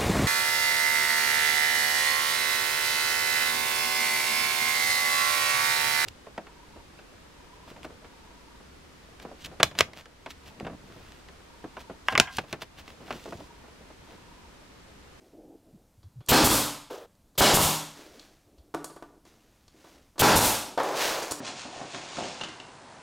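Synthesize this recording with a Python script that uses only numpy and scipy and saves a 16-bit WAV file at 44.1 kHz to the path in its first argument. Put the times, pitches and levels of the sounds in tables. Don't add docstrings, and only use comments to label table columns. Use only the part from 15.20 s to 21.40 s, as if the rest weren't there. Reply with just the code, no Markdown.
import sys
import numpy as np
from scipy import signal
from scipy.fft import rfft, irfft
from scipy.io import wavfile
from scipy.ndimage import uniform_filter1d

SR = 44100
rng = np.random.default_rng(int(sys.argv[2]) if len(sys.argv) > 2 else 0)


def generate_wav(sig):
    pcm = np.round(np.clip(np.atleast_2d(sig).T, -1, 1) * 32767).astype(np.int16)
    wavfile.write(sys.argv[1], SR, pcm)


N = 273420
T = np.arange(N) / SR
AGE = T[:int(1.3 * SR)]


def from_db(db):
    return 10 ** (np.asarray(db) / 20)


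def rms_one(x):
    return x / np.sqrt(np.mean(x ** 2) + 1e-20)


def at_hz(points, hz):
    at, values = np.transpose(points)
    return np.interp(np.log(np.maximum(hz, 1)), np.log(at), values)


def through(x, response):
    return signal.oaconvolve(x, response)[:len(x)]


def place(sound, start):
    return np.r_[np.zeros(int(start * SR)), sound, np.zeros(N)][:N]


def colour(x, spectrum, size=4096):
    spectrum_db = at_hz(spectrum, np.fft.rfftfreq(size, 1 / SR))
    cepstrum = irfft(np.log(from_db(spectrum_db)))
    cepstrum[1:size // 2] *= 2
    cepstrum[size // 2 + 1:] = 0
    response = irfft(np.exp(rfft(cepstrum)))
    return through(x, response / np.linalg.norm(response))


def resonate(x, hz, width_hz):
    r = np.exp(-np.pi * width_hz / SR)
    feed = np.array([1, 0, -1]) * (1 - r * r) / 2
    feedback = [1, -2 * r * np.cos(2 * np.pi * hz / SR), r * r]
    return signal.lfilter(feed, feedback, x + 1e-18)


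def ringing(modes):
    t = T[:SR]
    return sum(from_db(db - 60 * t / t60) * np.sin(2 * np.pi * hz * t) for hz, db, t60 in modes)


def jet(start, rise, hold, decay):
    age = np.maximum(AGE - start, 0)
    fade = np.exp(-np.clip((age - hold) / decay, 0, 50))
    return rng.standard_normal(len(age)) * np.minimum(age / rise, 1) * fade


def blow(start, decay):
    t = T[:SR // 8]
    crunch = rng.standard_normal(len(t)) * np.exp(-t / decay)
    even = irfft(np.exp(1j * np.angle(rfft(crunch))), len(t)) * np.exp(-t / (10 * decay))
    return place(even * np.sqrt(decay * SR / 2), start)[:len(AGE)]


def friction(rough_db, slip_hz):
    knots = rng.standard_normal(N // 8)
    grip_db = np.interp(T * slip_hz, np.arange(len(knots)), knots)
    return rms_one(rng.standard_normal(N) * from_db(rough_db * np.clip(grip_db, -2, 2)))


def stroke(start, rise, hold, db, sag_db_per_s, release_db_per_s):
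    age = np.maximum(T - start, 0)
    fade_db = sag_db_per_s * age + release_db_per_s * np.maximum(age - rise - hold, 0)
    return np.minimum(age / rise, 1) * from_db(db - fade_db)


def together(gains):
    return np.sqrt(sum(gain ** 2 for gain in gains))


# pitch_hz, relative level_db
QUIET_SPECTRUM = [(13, -32.5), (22, 9), (294, -1), (356, -10.5), (585, -8.5), (1970, -21.5), (6440, -21.5),
                  (14700, -25), (16000, -37.5)]


def room_air():
    return from_db(-65) * colour(rng.standard_normal(N), QUIET_SPECTRUM)


# pitch_hz, level_db, t60_s
STANDING_WAVES = [(55.2, -63.5, 0.45), (76, -62, 0.24), (90, -65, 0.38), (109.8, -58.5, 0.41),
                  (138.3, -67.5, 0.6), (156, -58.5, 0.55), (250, -66.5, 0.18), (291.5, -61.5, 0.63),
                  (1475, -63, .4)]


def standing_waves(x):
    return through(x, ringing(STANDING_WAVES))


# pitch_hz, t60_s
ECHO_T60 = [(60, .42), (160, 0.48), (400, 0.44), (1000, 0.52), (3500, 0.52), (7000, 0.47), (11000, 0.4),
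            (16000, 0.32)]


def room(x, first_echo=0.0036, build_up=0.0077):
    t = T[:SR]
    white, hz = rfft(rng.standard_normal(SR)), np.fft.rfftfreq(SR, 1 / SR)
    edges = np.r_[np.geomspace(180, 4000, 7), np.linspace(5500, 15000, 7), SR / 2]
    tail = 0
    for lo, hi in zip(edges, edges[1:]):
        band = irfft(white * (hz >= lo) * (hz < hi))
        tail = tail + band * from_db(-60 * t / at_hz(ECHO_T60, (lo + hi) / 2))
    tail = tail * np.clip((t - first_echo) / build_up, 0, 1)
    return through(x, tail / np.linalg.norm(tail))


# start_s, rise_s, hold_s, level_db
SWISHES = [(0.0, .01, 0.066, -70.5), (2.703, 0.074, 0.043, -53.5), (2.886, 0.057, 0.084, -59.5),
           (4.04, .03, .01, -62.5), (4.16, .06, 0.37, -72), (4.50, 0.15, 0.08, -61),
           (5.58, .03, 0.17, -40.5), (5.737, 0.089, 0.026, -25)]
# pitch_hz, relative level_db
CLOTH_SPECTRUM = [(200, -5.5), (700, 8), (1500, 7), (3000, 4.5), (6300, 2.5), (8500, -4), (16000, -11)]


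def jacket(brisk_db=-28):
    sweep = together(stroke(s, rise, hold, db, sag_db_per_s=0, release_db_per_s=74)
                     for s, rise, hold, db in SWISHES)
    weave = sweep * friction(rough_db=2.5, slip_hz=940)
    brisk = np.minimum(sweep / from_db(brisk_db), 1)
    sheen = from_db(-20) * resonate(weave * brisk, hz=11900, width_hz=4000)
    return colour(weave, CLOTH_SPECTRUM) + sheen


# start_s, length_s, level_db (before a common trim)
HAND_SLIDES = [(0.0, .09, -54.5), (0.12, 0.23, -47.5), (0.406, 0.21, -60), (0.455, .03, -57),
               (2.75, 0.25, -50), (3.02, 0.13, -60.5), (3.237, .26, -58.5), (3.885, 0.085, -57),
               (4.039, .3, -62.5), (4.521, 0.29, -56), (5.419, .11, -45.5)]
# pitch_hz, relative level_db
SKIN_SPECTRUM = [(71, -41), (120, -27), (167, -17), (248, -9.5), (307, -2.5), (386, -7), (720, -14.5),
                 (757, -15.5), (1200, -43.5), (2500, -55), (3250, -66), (5500, -120)]


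def hands(rise_s=0.022):
    slides = together(stroke(s, rise_s, length - rise_s, db, sag_db_per_s=12.5, release_db_per_s=258)
                      for s, length, db in HAND_SLIDES)
    return from_db(-4.0) * colour(slides * friction(rough_db=2.0, slip_hz=93.0), SKIN_SPECTRUM)


# start_s, length_s, mean pitch_hz, level_db
JUDDERS = [(0.528, 0.045, 185, -52), (0.778, 0.025, 110, -55), (0.84, 0.047, 91, -47),
           (0.957, 0.063, 116, -43), (3.381, 0.037, 68.3, -53), (4.471, 0.023, 61, -60),
           (6.11, 0.018, 70, -44)]


def bumps(wander_hz=110, wander=0.18):
    out = 0
    for s, length, hz, db in JUDDERS:
        slips = rng.standard_normal(size=400)
        pitch = hz * (1 + wander * np.interp(AGE * wander_hz, np.arange(len(slips)), slips))
        swell = np.sqrt(np.abs(np.sin(np.pi * np.minimum(AGE / length, 1))))
        cycles = np.sin(2 * np.pi * np.cumsum(pitch) / SR)
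        out = out + place(from_db(db) * np.sqrt(2) * swell * cycles, s)
    return out


# pitch_hz, relative level_db
SOLE_SPECTRUM = [(59, -46), (100, -22.5), (182, -15.5), (243, -12), (416, -1), (556, 0), (1080, -4),
                 (1170, -7.5), (2790, -23), (3430, -21.5), (8880, -39), (9450, -42), (14000, -44)]


def shoe(step_s=5.5755):
    landing = stroke(step_s, .003, hold=0.025, db=-18.5, sag_db_per_s=15, release_db_per_s=450)
    slide = stroke(step_s, 0.014, hold=.42, db=-27.5, sag_db_per_s=17, release_db_per_s=70)
    return colour(together([landing, slide]) * friction(rough_db=2.0, slip_hz=193.7), SOLE_SPECTRUM)


# pitch_hz, relative level_db
DRAG_SPECTRUM = [(100, -27), (200, -21.5), (330, -6), (480, 0.5), (750, -9.5), (1400, -14.5), (2000, -24.5),
                 (3200, -21.5), (5500, -30.5), (8000, -37), (14000, -36)]


def nose(start_s=1.699, length_s=0.15):
    drag = stroke(start_s, 0.0077, length_s, db=-36.5, sag_db_per_s=103.5, release_db_per_s=1500)
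    dig = stroke(start_s, 0.043, length_s - .04, db=-43, sag_db_per_s=138.5, release_db_per_s=1500)
    grit = resonate(dig * friction(rough_db=4.0, slip_hz=400), hz=5000, width_hz=3400)
    return colour(drag * friction(rough_db=1.0, slip_hz=156), DRAG_SPECTRUM) + grit


def rubbing():
    return hands() + nose() + shoe() + jacket()


# start_s, wood level_db, metal level_db (before a common trim), metal pitch_hz, decay_s
TOUCHES = [(0.83, -61, -53.5, 4000, 0.0091), (1.006, -54.5, -52, 2780, 0.012),
           (1.062, -68, -39, 6770, 0.0027), (1.073, -54, -45, 4750, .015), (1.952, -65, -58, 5000, 0.0035),
           (2.153, -59, -53.5, 4200, 0.015), (2.995, -66, -34.5, 4000, 0.005),
           (3.382, -67, -54, 3600, 0.01), (3.541, -28.5, -48, 3960, 0.0051),
           (3.546, -23, -33.5, 7500, 0.006), (3.6435, -36, -25, 7400, 0.007),
           (3.699, -46, -51, 4000, 0.013), (3.763, -44, -56, 3960, 0.012),
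           (3.824, -37.5, -60, 5050, 0.0073), (4.052, -54.5, -49.5, 5500, 0.0055),
           (4.480, -59, -44.5, 4500, 0.0053), (4.643, -52, -60, 2000, 0.017),
           (4.957, -55, -65, 2490, 0.026), (4.980, -38, -33.5, 4440, 0.029),
           (5.5755, -20, -29, 3000, 0.0031), (5.633, -26.5, -30, 8500, 0.006),
           (6.026, -36.5, -26, 5800, 0.01), (6.11, -33.5, -19, 6400, 0.011),
           (6.120, -25.5, -13, 7300, 0.0028)]
# pitch_hz, relative level_db
KNOCK_SPECTRUM = [(40, -21.5), (110, -19), (160, -5.5), (210, -10.5), (330, 4.5), (700, -3), (1150, -4),
                  (1700, -7.5), (2100, -17), (6000, -26.5), (16000, -39.5)]
# pitch_hz, level_db, t60_s
BOARD_RING = [(342, -48.5, .09), (730, -45.5, 0.05), (1020, -44, .09), (1185, -37.5, 0.07),
              (1320, -45, 0.051), (1510, -45, 0.08)]
# pitch_hz, level_db, t60_s
GUN_RING = [(3400, -39, 0.09), (4380, -37, .04), (4580, -35, .04), (4900, -36, .035), (5840, -34, 0.0075),
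            (7100, -39, 0.044), (9300, -43, 0.036)]


def taps():
    wood = metal = 0
    for s, wood_db, metal_db, metal_hz, decay in TOUCHES:
        wood = wood + place(from_db(wood_db) * blow(0, decay), s)
        click = resonate(resonate(blow(0, decay), metal_hz, metal_hz), metal_hz, metal_hz)
        metal = metal + place(from_db(metal_db) * click, s)
    wood = colour(wood, KNOCK_SPECTRUM)
    wood_ringing = wood + through(wood, ringing(BOARD_RING))
    metal_ringing = metal + through(metal, ringing(GUN_RING))
    return wood_ringing + from_db(-1.5) * metal_ringing


# pitch_hz, relative level_db
VALVE_SPECTRUM = [(40, 6), (200, 10), (900, 4.5), (1700, -1), (2300, -0.5), (3100, 8.5), (4500, 3),
                  (5700, 0), (7000, 4), (10000, -1), (14000, 4), (16000, -5)]
BOARD_SPECTRUM = [(40, -10), (100, 0), (280, -2), (550, -4.5), (800, -2), (1100, -6.5), (1500, -5.5),
                  (1900, -12), (4000, -22), (16000, -41)]
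STEEL_SPECTRUM = [(100, -13.5), (1000, -20.5), (2000, -4), (2750, 1.5), (3300, -1), (4600, 2), (6500, -2.5),
                  (9000, -6.5), (14500, -11), (16000, -13)]
EXHAUST_SPECTRUM = [(30, 3.5), (80, 4), (250, 2), (900, 0), (1600, -6), (2200, -1), (3600, 4), (5600, 2.5),
                    (7500, 4.5), (10000, 3), (14500, 2.5), (16000, -8)]
PISTON_SPECTRUM = [(40, -2.5), (250, -0.5), (800, 3), (1300, 2.5), (1600, -13.5), (4000, -17.5),
                   (16000, -40.5)]
# valve start_s, bang start_s, piston return start_s, valve level_db, board level_db,
# board pitch_hz, return level_db, standing-wave level_db (levels before the mix of direct sound and room)
NAIL_SHOTS = [(1.0847, 1.118, 1.2735, -10, 12.5, 310, 4.5, -2),
              (2.177, 2.207, 2.372, -12.5, 10.5, 476.5, 7, -5.5),
              (4.9919, 5.02, 5.190, -10.5, 15, 870, 7, -5)]


def shot(valve_s, bang_s, return_s, valve_db, board_db, board_hz, return_db, standing_db):
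    bang_at, return_at = bang_s - valve_s, return_s - valve_s
    exhaust_at = return_at - .037
    valve = from_db(valve_db) * colour(jet(0, rise=0.0077, hold=0.048, decay=0.0078), VALVE_SPECTRUM)
    drive = from_db(board_db) * blow(bang_at, decay=0.009)
    board = colour(drive + from_db(-3.0) * resonate(drive, board_hz, width_hz=220), BOARD_SPECTRUM)
    steel = from_db(3.5) * colour(jet(bang_at, rise=0.015, hold=0.01, decay=.02), STEEL_SPECTRUM)
    blast = jet(exhaust_at, rise=0.0096, hold=0.023, decay=0.011)
    vent = from_db(-9.5) * jet(return_at, rise=0.055, hold=0.062, decay=0.04)
    exhaust = from_db(-7) * colour(blast + vent, EXHAUST_SPECTRUM)
    puff = from_db(15) * resonate(blow(exhaust_at, decay=0.021), hz=97, width_hz=110)
    piston = from_db(return_db) * colour(blow(return_at, decay=0.0013), PISTON_SPECTRUM)
    direct = from_db(-3) * (valve + exhaust + puff + piston) + from_db(-7.5) * (board + steel)
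    gun = valve + board + steel + exhaust + puff + piston
    reflected = from_db(-4.0) * room(gun) + from_db(standing_db) * standing_waves(gun)
    return place(direct + reflected, valve_s)


def scene():
    shots = sum(shot(*row) for row in NAIL_SHOTS)
    touches, rubs = taps(), rubbing()
    touch_echoes = from_db(-8) * room(touches) + from_db(0.5) * standing_waves(touches)
    rub_echoes = from_db(-22.5) * room(rubs)
    mono = shots + touches + rubs + bumps() + touch_echoes + rub_echoes + room_air()
    return np.array([mono, mono])


def limiter(x, threshold_db=-19, knee_db=8.0, squash=0.85, release_db_per_s=220, attack=0.00054, window=0.0041):
    power = uniform_filter1d(x[0] ** 2, max(int(window * SR), 1))
    fall = release_db_per_s * T
    held_db = np.maximum.accumulate(10 * np.log10(np.abs(power) + 1e-12) + fall) - fall
    cut_db = squash * knee_db * np.logaddexp(0, (held_db - threshold_db) / knee_db)
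    r = np.exp(-1 / (attack * SR))
    smooth_cut_db = signal.lfilter([1 - r], [1, -r], cut_db)
    return x * from_db(-smooth_cut_db)


def record(dry):
    ceiling, cutoff_hz = .45, 15900
    rounded = ceiling * np.tanh(from_db(1.27) * limiter(dry) / ceiling)
    lowpass = signal.ellip(12, .1, 80, cutoff_hz, fs=SR, output="sos")
    return signal.sosfilt(lowpass, rounded)


dry = scene()
out = record(dry)
generate_wav(out)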